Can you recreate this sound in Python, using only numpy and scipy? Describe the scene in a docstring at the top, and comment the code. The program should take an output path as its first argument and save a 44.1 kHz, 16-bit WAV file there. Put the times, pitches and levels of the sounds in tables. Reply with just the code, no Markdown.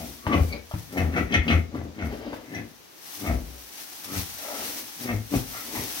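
"""A sow in a brick barn pen starts with a quick run of grunts; the wooden pen is knocked, its gate squeaks.
Each grunt begins as a nasal hum, opens into a rasp and ends in a slow chest flutter that booms in the room.
After 2 s she grunts only now and then as she roots, and the pen takes two more knocks.
From about 4 s she snuffles softly, and the straw rustles louder under her snout and feet."""
import sys
import numpy as np
from scipy import signal
from scipy.fft import rfft, irfft, next_fast_len
from scipy.io import wavfile

SR = 44100
rng = np.random.default_rng(int(sys.argv[2]) if len(sys.argv) > 2 else 0)


def pcm_store(signal):
    """Save signal as 16-bit PCM."""
    levels = np.round(np.clip(np.atleast_2d(signal), -1, 1) * 32767)
    wavfile.write(sys.argv[1], SR, levels.astype(np.int16).T)


N = 264581
TIME = np.arange(N) / SR

# snout resonances, the rasp and its bright edge: f/Hz, width/Hz, level/dB
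RASP_MODES = [(1828, 190, 0), (2073, 166, 0)]
EDGE_MODES = [(2570, 280, 3.5), (2890, 340, -4.5), (3160, 590, -6.5), (3800, 370, -15.5), (5890, 390, -5.5),
              (8600, 1200, -19), (9900, 1800, -19)]


def grunt(t, rise_s, fall_s, lag_s, start_hz, end_hz, rough,
          chest_db, nose_db, throat_db, mouth_hz, mouth_db, snout_scale, rasp_db):
    """Slack folds slap unevenly, slowing down; each slap lets a puff of air through nose and mouth."""
    # airway resonances: f/Hz, width/Hz, level/dB
    nose_modes = [(160.8, 49, 1.5), (227.2, 144, 3.5), (310, 350, -1)]
    throat_modes = [(467, 70, 7), (673, 89, 16), (726, 290, -26)]
    pitch_hz = end_hz + (start_hz - end_hz) * (1 - np.tanh((t - .012) / .03)) / 2
    cycles = np.cumsum(pitch_hz * (1 + .22 * rough * drift(len(t), 110))) / SR
    cycles -= np.interp(0, t, cycles)  # one slap falls on the peak, t = 0
    pulses = np.diff(np.floor(cycles), prepend=np.floor(cycles[0]))
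    slaps = unit(pulses * amp(2 * drift(len(t), 120)))
    puffs = unit((.35 + np.exp(-(cycles % 1) / .2)) * rng.standard_normal(len(t)))
    drive = np.sqrt(1 - rough) * slaps + np.sqrt(rough) * puffs

    lift = max(start_hz / 95.2, 1) ** .32  # nose resonances rise in higher grunts
    nose = amp(nose_db) * resonate(drive, [(hz * lift, width, db) for hz, width, db in nose_modes])
    hum = nose * swell(t, 1.2 * rise_s, 1.555 * fall_s)
    hum += amp(throat_db) * resonate(drive, throat_modes) * swell(t, .62 * rise_s, .81 * fall_s)

    rasp = amp(mouth_db) * resonate(drive, [(mouth_hz, 170, 0)])
    rasp += amp(rasp_db) * resonate(drive, [(hz * snout_scale, width, db) for hz, width, db in RASP_MODES])
    rasp += amp(rasp_db - 8) * resonate(drive + .13 * puffs, EDGE_MODES)
    mouth_open = np.interp(t + .56 * rise_s, [0, .004], [.3, 1])

    flow = unit(np.cos(2 * np.pi * cycles) + .3 * np.cos(4 * np.pi * cycles))
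    flow *= amp(3 * drift(len(t), 70))
    flow += .33 * resonate(puffs, [(63, 30, 0)])  # low rumble under each grunt
    chest = amp(chest_db) * flow * swell(t - lag_s, .02 + .5 * lag_s, 1.3 * fall_s)
    return hum + rasp * mouth_open * swell(t, 1.58 * rise_s, .56 * fall_s) + chest


def grunts():
    """The sow's calls, each placed by the peak of its rasp."""
    # t/s, rise/s, fall/s, chest lag/s, start pitch/Hz, end pitch/Hz, roughness/0-1,
    # chest/dB, nose/dB, throat/dB, mouth f/Hz, mouth/dB, snout resonance factor, rasp/dB
    calls = [ (.005, 0.035, 0.083, .007, 90.8, 67.8, 0.61, -47, -39.5, -41.5, 1210, -55, 1.17, -52),
             (0.341, .044, 0.051, 0.045, 112.3, 76.96, 0.38, -24, -20.5, -27, 1127, -24.5, 1.13, -31),
             (0.993, 0.047, 0.068, 0.018, 98.2, 76.4, 0.38, -28.5, -27, -29, 1340, -39.5, 1.02, -35.5),
             (1.18, .036, 0.037, 0.054, 135.2, 66.2, 0.53, -30.5, -23.5, -29.5, 1340, -30.5, 1.08, -28.5),
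             (1.35, 0.032, 0.026, 0.04, 124.3, 75.4, 0.53, -28, -24, -30, 1350, -32.5, 1.02, -22),
             (1.526, .05, .034, 0.013, 87.2, 80.5, 0.47, -21, -23, -28, 1290, -28.5, 1.05, -27.5),
             (1.768, 0.036, 0.079, 0.014, 91.2, 82, 0.95, -42.5, -32.5, -45.5, 1320, -54, .95, -49),
             (2.022, 0.038, 0.071, 0.02, 103.3, 68.8, 0.32, -33.5, -33, -39, 1450, -43.5, 1.03, -40.5),
             (2.565, 0.06, 0.056, .003, 109.6, 101.7, 0.73, -44, -36, -42.5, 1850, -51, 0.96, -37),
             (3.285, 0.049, 0.068, 0.025, 97.9, 60.7, .36, -28.5, -29, -29, 1220, -38.5, 1.04, -37),
             (4.172, 0.069, 0.027, 0.0046, 96.6, 85.5, 0.24, -35.5, -34.5, -46, 1330, -49, 1.12, -44),
             (5.107, 0.06, 0.043, 0.037, 118.3, 108.6, 0.26, -31, -29.5, -33, 1200, -42.5, 1.02, -35),
             (5.346, .019, 0.021, 0.019, 149.6, 123.6, 0.31, -25.5, -22.5, -31.5, 906, -46, 1.2, -41),
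             (5.772, 0.042, 0.053, 0.0054, 146.8, 128.3, 0.87, -39, -39.5, -48, 895, -36.5, 1.07, -38)]
    t = np.arange(-SR // 5, SR // 2) / SR
    mix = np.zeros(N)
    for peak_s, *voice in calls:
        add(mix, peak_s + t[0], grunt(t, *voice))
    return mix


def throat_catches():
    """The throat catches and lets go; each burst of air rings the snout resonances near its centre."""
    # t/s, level/dB, centre f/Hz
    catches = [(0.328, -19, 2550), (0.976, -22, 2200), (1.138, -29, 1900), (1.166, -22, 1950),
               (1.323, -21, 2700), (1.340, -19, 2900), (1.480, -18, 2900), (1.506, -17, 2400),
               (1.988, -32, 2150), (2.546, -37, 5450), (3.263, -32, 2200)]
    t = np.arange(SR // 20) / SR
    mix = np.zeros(N)
    for start_s, level_db, centre_hz in catches:
        modes = [(hz, width, max(-22 * abs(np.log2(hz / centre_hz)), -40) + db / 2)
                 for hz, width, db in RASP_MODES + EDGE_MODES]
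        burst = resonate(rng.standard_normal(len(t)), modes)
        add(mix, start_s, amp(level_db) * burst * np.exp(-t / .007))
    return mix


def snuffles():
    """Unvoiced air flutters through throat and nostrils."""
    # peak t/s, width/s, throat/dB, nostrils/dB
    breaths = [(4.112, 0.032, -60, -41.5), (4.53, 0.11, -37.5, -43.5), (5.565, 0.048, -54, -42.5)]
    # resonances: f/Hz, width/Hz, level/dB
    throat_modes = [(650, 400, 0)]
    nostril_modes = [(1290, 210, 0), (1890, 620, -1)]
    air = rng.standard_normal(N) * amp(2.1 * drift(N, 80))
    throat, nostrils = resonate(air, throat_modes), resonate(air, nostril_modes)
    return sum((amp(throat_db) * throat + amp(nostril_db) * nostrils) * swell(TIME - s, width_s, width_s)
               for s, width_s, throat_db, nostril_db in breaths)


def pen_knocks():
    """Short clacks of wood on wood; the boards ring low."""
    # t/s, thud/dB, clack/dB
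    knocks = [(.266, -21.5, -19.5), (.712, -66, -31.5), (.737, -22.5, -31), (1.747, -52, -32.5),
              (2.329, -40.5, -27), (5.546, -62, -36)]
    # f/Hz, level/dB, t60/s
    board_modes = [(110.4, 13, 0.045), (140.3, 2, 0.23), (174.4, -8.5, 0.33), (254, -5, 0.079),
                   (310, -7.5, 0.13)]
    clack_modes = [(544, 250, 2), (730, 950, 39), (1230, 1800, -19), (2600, 1800, -19)]
    t = np.arange(SR // 3) / SR
    thud = sum(amp(db - 60 * t / t60) * np.sin(2 * np.pi * hz * t) for hz, db, t60 in board_modes)
    thud *= 1 - np.exp(-t / .0074)
    mix = np.zeros(N)
    for start_s, thud_db, clack_db in knocks:
        clack = resonate(rng.standard_normal(len(t)), clack_modes) * np.exp(-t / .009)
        add(mix, start_s, amp(thud_db) * thud + amp(clack_db) * clack)
    return mix


def gate_squeak():
    """The gate rubs on its hinge and chirps once."""
    # f/Hz, width/Hz, level/dB
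    hinge_modes = [(2277, 79, 2.5), (4180, 1100, -13), (4570, 190, -15)]
    rub = amp(-46) * swell(TIME - .512, .032, .0088)
    chirp = amp(-21) * swell(TIME - .528, .003, .006)
    return resonate(rng.standard_normal(N), hinge_modes) * (rub + chirp)


def rooting():
    """Dull scuffing of the snout deep in the bedding."""
    # peak t/s, level/dB, width/s
    shoves = [(.545, -35.5, 0.034), (2.13, -36, 0.038), (2.255, -37, 0.14), (3.52, -50, 0.075),
              (4.62, -41, 0.12), (4.8, -46, 0.044), (5.6, -50, 0.054), (5.775, -37.5, 0.097)]
    # f/Hz, density/dB
    scuff_spectrum = [(160, -11), (270, 6), (292, 2), (374, 2), (595, -1), (966, -10), (1370, -18),
                      (1530, -13.5), (4000, -25.5), (5200, -23.5), (8800, -120)]
    friction = rng.standard_normal(N) * amp(1.16 * drift(N, 60))
    return push_envelope(shoves) * colour(friction, scuff_spectrum)


def straw():
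    """Thousands of tiny stalk cracks, in clumps, over a sliding hiss; now and then a stalk snaps."""
    # constant stirring, louder as she comes near: t/s, level/dB
    stirring_levels = [(0, -48), (.63, -65.5), (1.92, -62), (2.45, -57.5), (3, -55), (4, -42.5),
                       (4.95, -41.5), (5.24, -48.5), (6, -43)]
    # feet and snout: peak t/s, level/dB, width/s
    strokes = [(.04, -44.5, 0.18), (.43, -45, 0.12), (.78, -49, 0.15), (1, -48.5, 0.13), (1.2, -50, 0.08),
               (1.35, -53, 0.039), (1.535, -49.5, 0.081), (1.765, -58, 0.027), (1.845, -59, .02),
               (2.065, -49.5, 0.026), (2.16, -55.5, 0.063), (2.355, -52.5, 0.026), (2.54, -56, .06),
               (3.18, -40, 0.16), (3.795, -41, 0.062), (4.185, -33, 0.058), (4.45, -41.5, 0.23),
               (4.66, -35.5, 0.13), (4.79, -35.5, 0.033), (5.04, -38.5, 0.043), (5.365, -35.5, 0.058),
               (5.55, -40.5, 0.17), (5.78, -38, 0.054), (5.96, -35.5, 0.33)]
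    # t/s, peak level/dB
    snaps = [(.275, -45), (.785, -46), (.825, -57), (.925, -43.5), (0.976, -39.5), (1.955, -59),
             (4.044, -35)]
    # f/Hz, density/dB
    rustle_spectrum = [(180, -13), (300, 1.5), (425, -18), (810, -2), (895, -5.5), (1310, -7.5), (1890, -5),
                       (2220, -5.5), (5010, -4), (5910, -1), (7090, -8.5), (12500, -4.5), (15700, -4)]
    cracks_per_s, snap_fade_s = 2500, .015
    cracks = (rng.random((2, N)) < cracks_per_s / SR) * rng.standard_normal((2, N))
    cracks *= amp(2.9 * np.minimum(rng.exponential(1, (2, N)), 5))
    rustle = .49 * unit(cracks + .037 * cracks[::-1]) + rng.standard_normal((2, N))
    stirring = amp(np.interp(TIME, *np.transpose(stirring_levels)))
    snapping = sum(amp(db) * (TIME > s) * np.exp(-abs(TIME - s) / snap_fade_s) for s, db in snaps)
    envelope = np.sqrt(stirring ** 2 + push_envelope(strokes) ** 2 + snapping ** 2)
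    envelope *= amp(.87 * drift(N, 70))
    return envelope * colour(rustle, rustle_spectrum) * amp([[4.2], [1.2]])


def barn(source):
    """Direct sound, a dense echo off the brick walls, and standing waves that ring on."""
    # echo decay: f/Hz, t60/s
    decay_times = [(100, .45), (300, .45), (1000, .31), (3000, .24), (6000, .2), (12000, .17)]
    # echo spectrum: f/Hz, level/dB
    echo_levels = [(70, 2), (150, -6), (300, -3.5), (1000, -4.5), (3000, 3.5), (8000, -1)]
    # between walls and boards: f/Hz, width/Hz, level/dB
    standing_waves = [(80.5, 11, -2), (101, 36, -7.5), (236, 19, -4.5), (286, 24.6, -3.5), (620, 29, -7),
                      (1152, 24, 1), (1370, 46, -7), (1860, 63, -8), (2090, 60, -9)]
    reflections_per_s, predelay_s, right_lag_s = 4000, .003, .00022
    taps = rng.choice([-1., 1.], (2, SR)) * (rng.random((2, SR)) < reflections_per_s / SR)
    hz, t, bands = signal.stft(taps, SR, nperseg=512)
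    t60 = read(decay_times, hz)[:, None]
    decay = amp(read(echo_levels, hz)[:, None] - 60 * t / t60) / np.sqrt(t60)
    tail = signal.istft(bands * decay, SR, nperseg=512)[1]
    tail /= np.linalg.norm(tail, axis=1, keepdims=True)
    bass = signal.butter(1, 170, fs=SR, output="sos")  # long waves reach both channels alike
    tail[1] += signal.sosfiltfilt(bass, tail[0] - tail[1], padtype=None)
    delayed = np.interp(TIME - predelay_s, TIME, source)
    echo = signal.fftconvolve(delayed[None], tail, axes=1)[:, :N]
    near = amp(-3) * source
    for mode_hz, width_hz, db in standing_waves:
        near += amp(db) * signal.lfilter(*signal.iirpeak(mode_hz, mode_hz / width_hz, fs=SR), source)
    stereo = np.array([near, np.interp(TIME - right_lag_s, TIME, near)])
    return (stereo + amp(-2.5) * echo) * amp([[2], [-2]])


def still_air():
    """Faint, steady noise of the quiet barn."""
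    # f/Hz, density/dB
    air_spectrum = [(18, -55), (30, -24), (357, -11), (390, -12.5), (1030, -17.5), (6500, -23), (8450, -39),
                    (14300, -120)]
    return colour(rng.standard_normal((2, N)), air_spectrum) * amp([[-52], [-54.5]])


def push_envelope(pushes):
    """Pushes through the bedding swell and fade; their powers add."""
    return np.sqrt(sum((amp(db) * swell(TIME - s, width_s, 1.056 * width_s)) ** 2
                       for s, db, width_s in pushes))


def resonate(x, modes):
    """Steep parallel resonances (f/Hz, width/Hz, level/dB), summed to rms 1."""
    ringing = 0
    for hz, width_hz, db in modes:
        b, a = signal.iirpeak(hz, hz / width_hz, fs=SR)
        ringing += amp(db) * unit(signal.lfilter(b, a, signal.lfilter(b, a, x)))
    return unit(ringing)


def colour(x, spectrum):
    """Filters by a spectrum (f/Hz, level/dB), to rms 1."""
    size = next_fast_len(N)
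    gain = amp(read(spectrum, np.fft.rfftfreq(size, 1 / SR)))
    return unit(irfft(rfft(x, size) * gain, size)[..., :N])


def swell(t, rise_s, fall_s):
    """A hump that peaks at t = 0."""
    return np.exp(-abs(t / np.where(t < 0, rise_s, fall_s)) ** 1.84)


def drift(length, rate_hz):
    """Straight lines between Gaussian draws."""
    return np.interp(np.arange(length) * rate_hz / SR, np.arange(2000), rng.standard_normal(2000))


def read(points, hz):
    """Interpolates on a log-frequency axis."""
    knots_hz, values = np.transpose(points)
    return np.interp(np.log(hz + 1), np.log(knots_hz + 1), values)


def add(mix, start_s, sound):
    """Adds a sound in place, cut to fit."""
    at = round(start_s * SR)
    sound = sound[max(-at, 0):]
    part = mix[max(at, 0):][:len(sound)]
    part += sound[:len(part)]


def amp(db):
    return 10 ** (np.asarray(db) / 20)


def unit(x):
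    """Scales to rms 1."""
    return x / np.sqrt(np.mean(x ** 2) + 1e-20)


def scene():
    """Sow and pen in the barn, with straw and still air around."""
    pen = gate_squeak() + rooting() + snuffles() + grunts() + throat_catches() + pen_knocks()
    return still_air() + barn(pen) + straw()


def record(dry):
    """The microphone sheds the deepest bass; then the band limit."""
    low_hz, high_hz = 38, 15950
    thinned = signal.sosfilt(signal.butter(2, low_hz, "highpass", fs=SR, output="sos"), dry)
    lowpass = signal.firwin(511, high_hz, window=("kaiser", 9), fs=SR)
    return signal.oaconvolve(thinned, lowpass[None], "same")


dry = scene()
out = record(dry)
pcm_store(out)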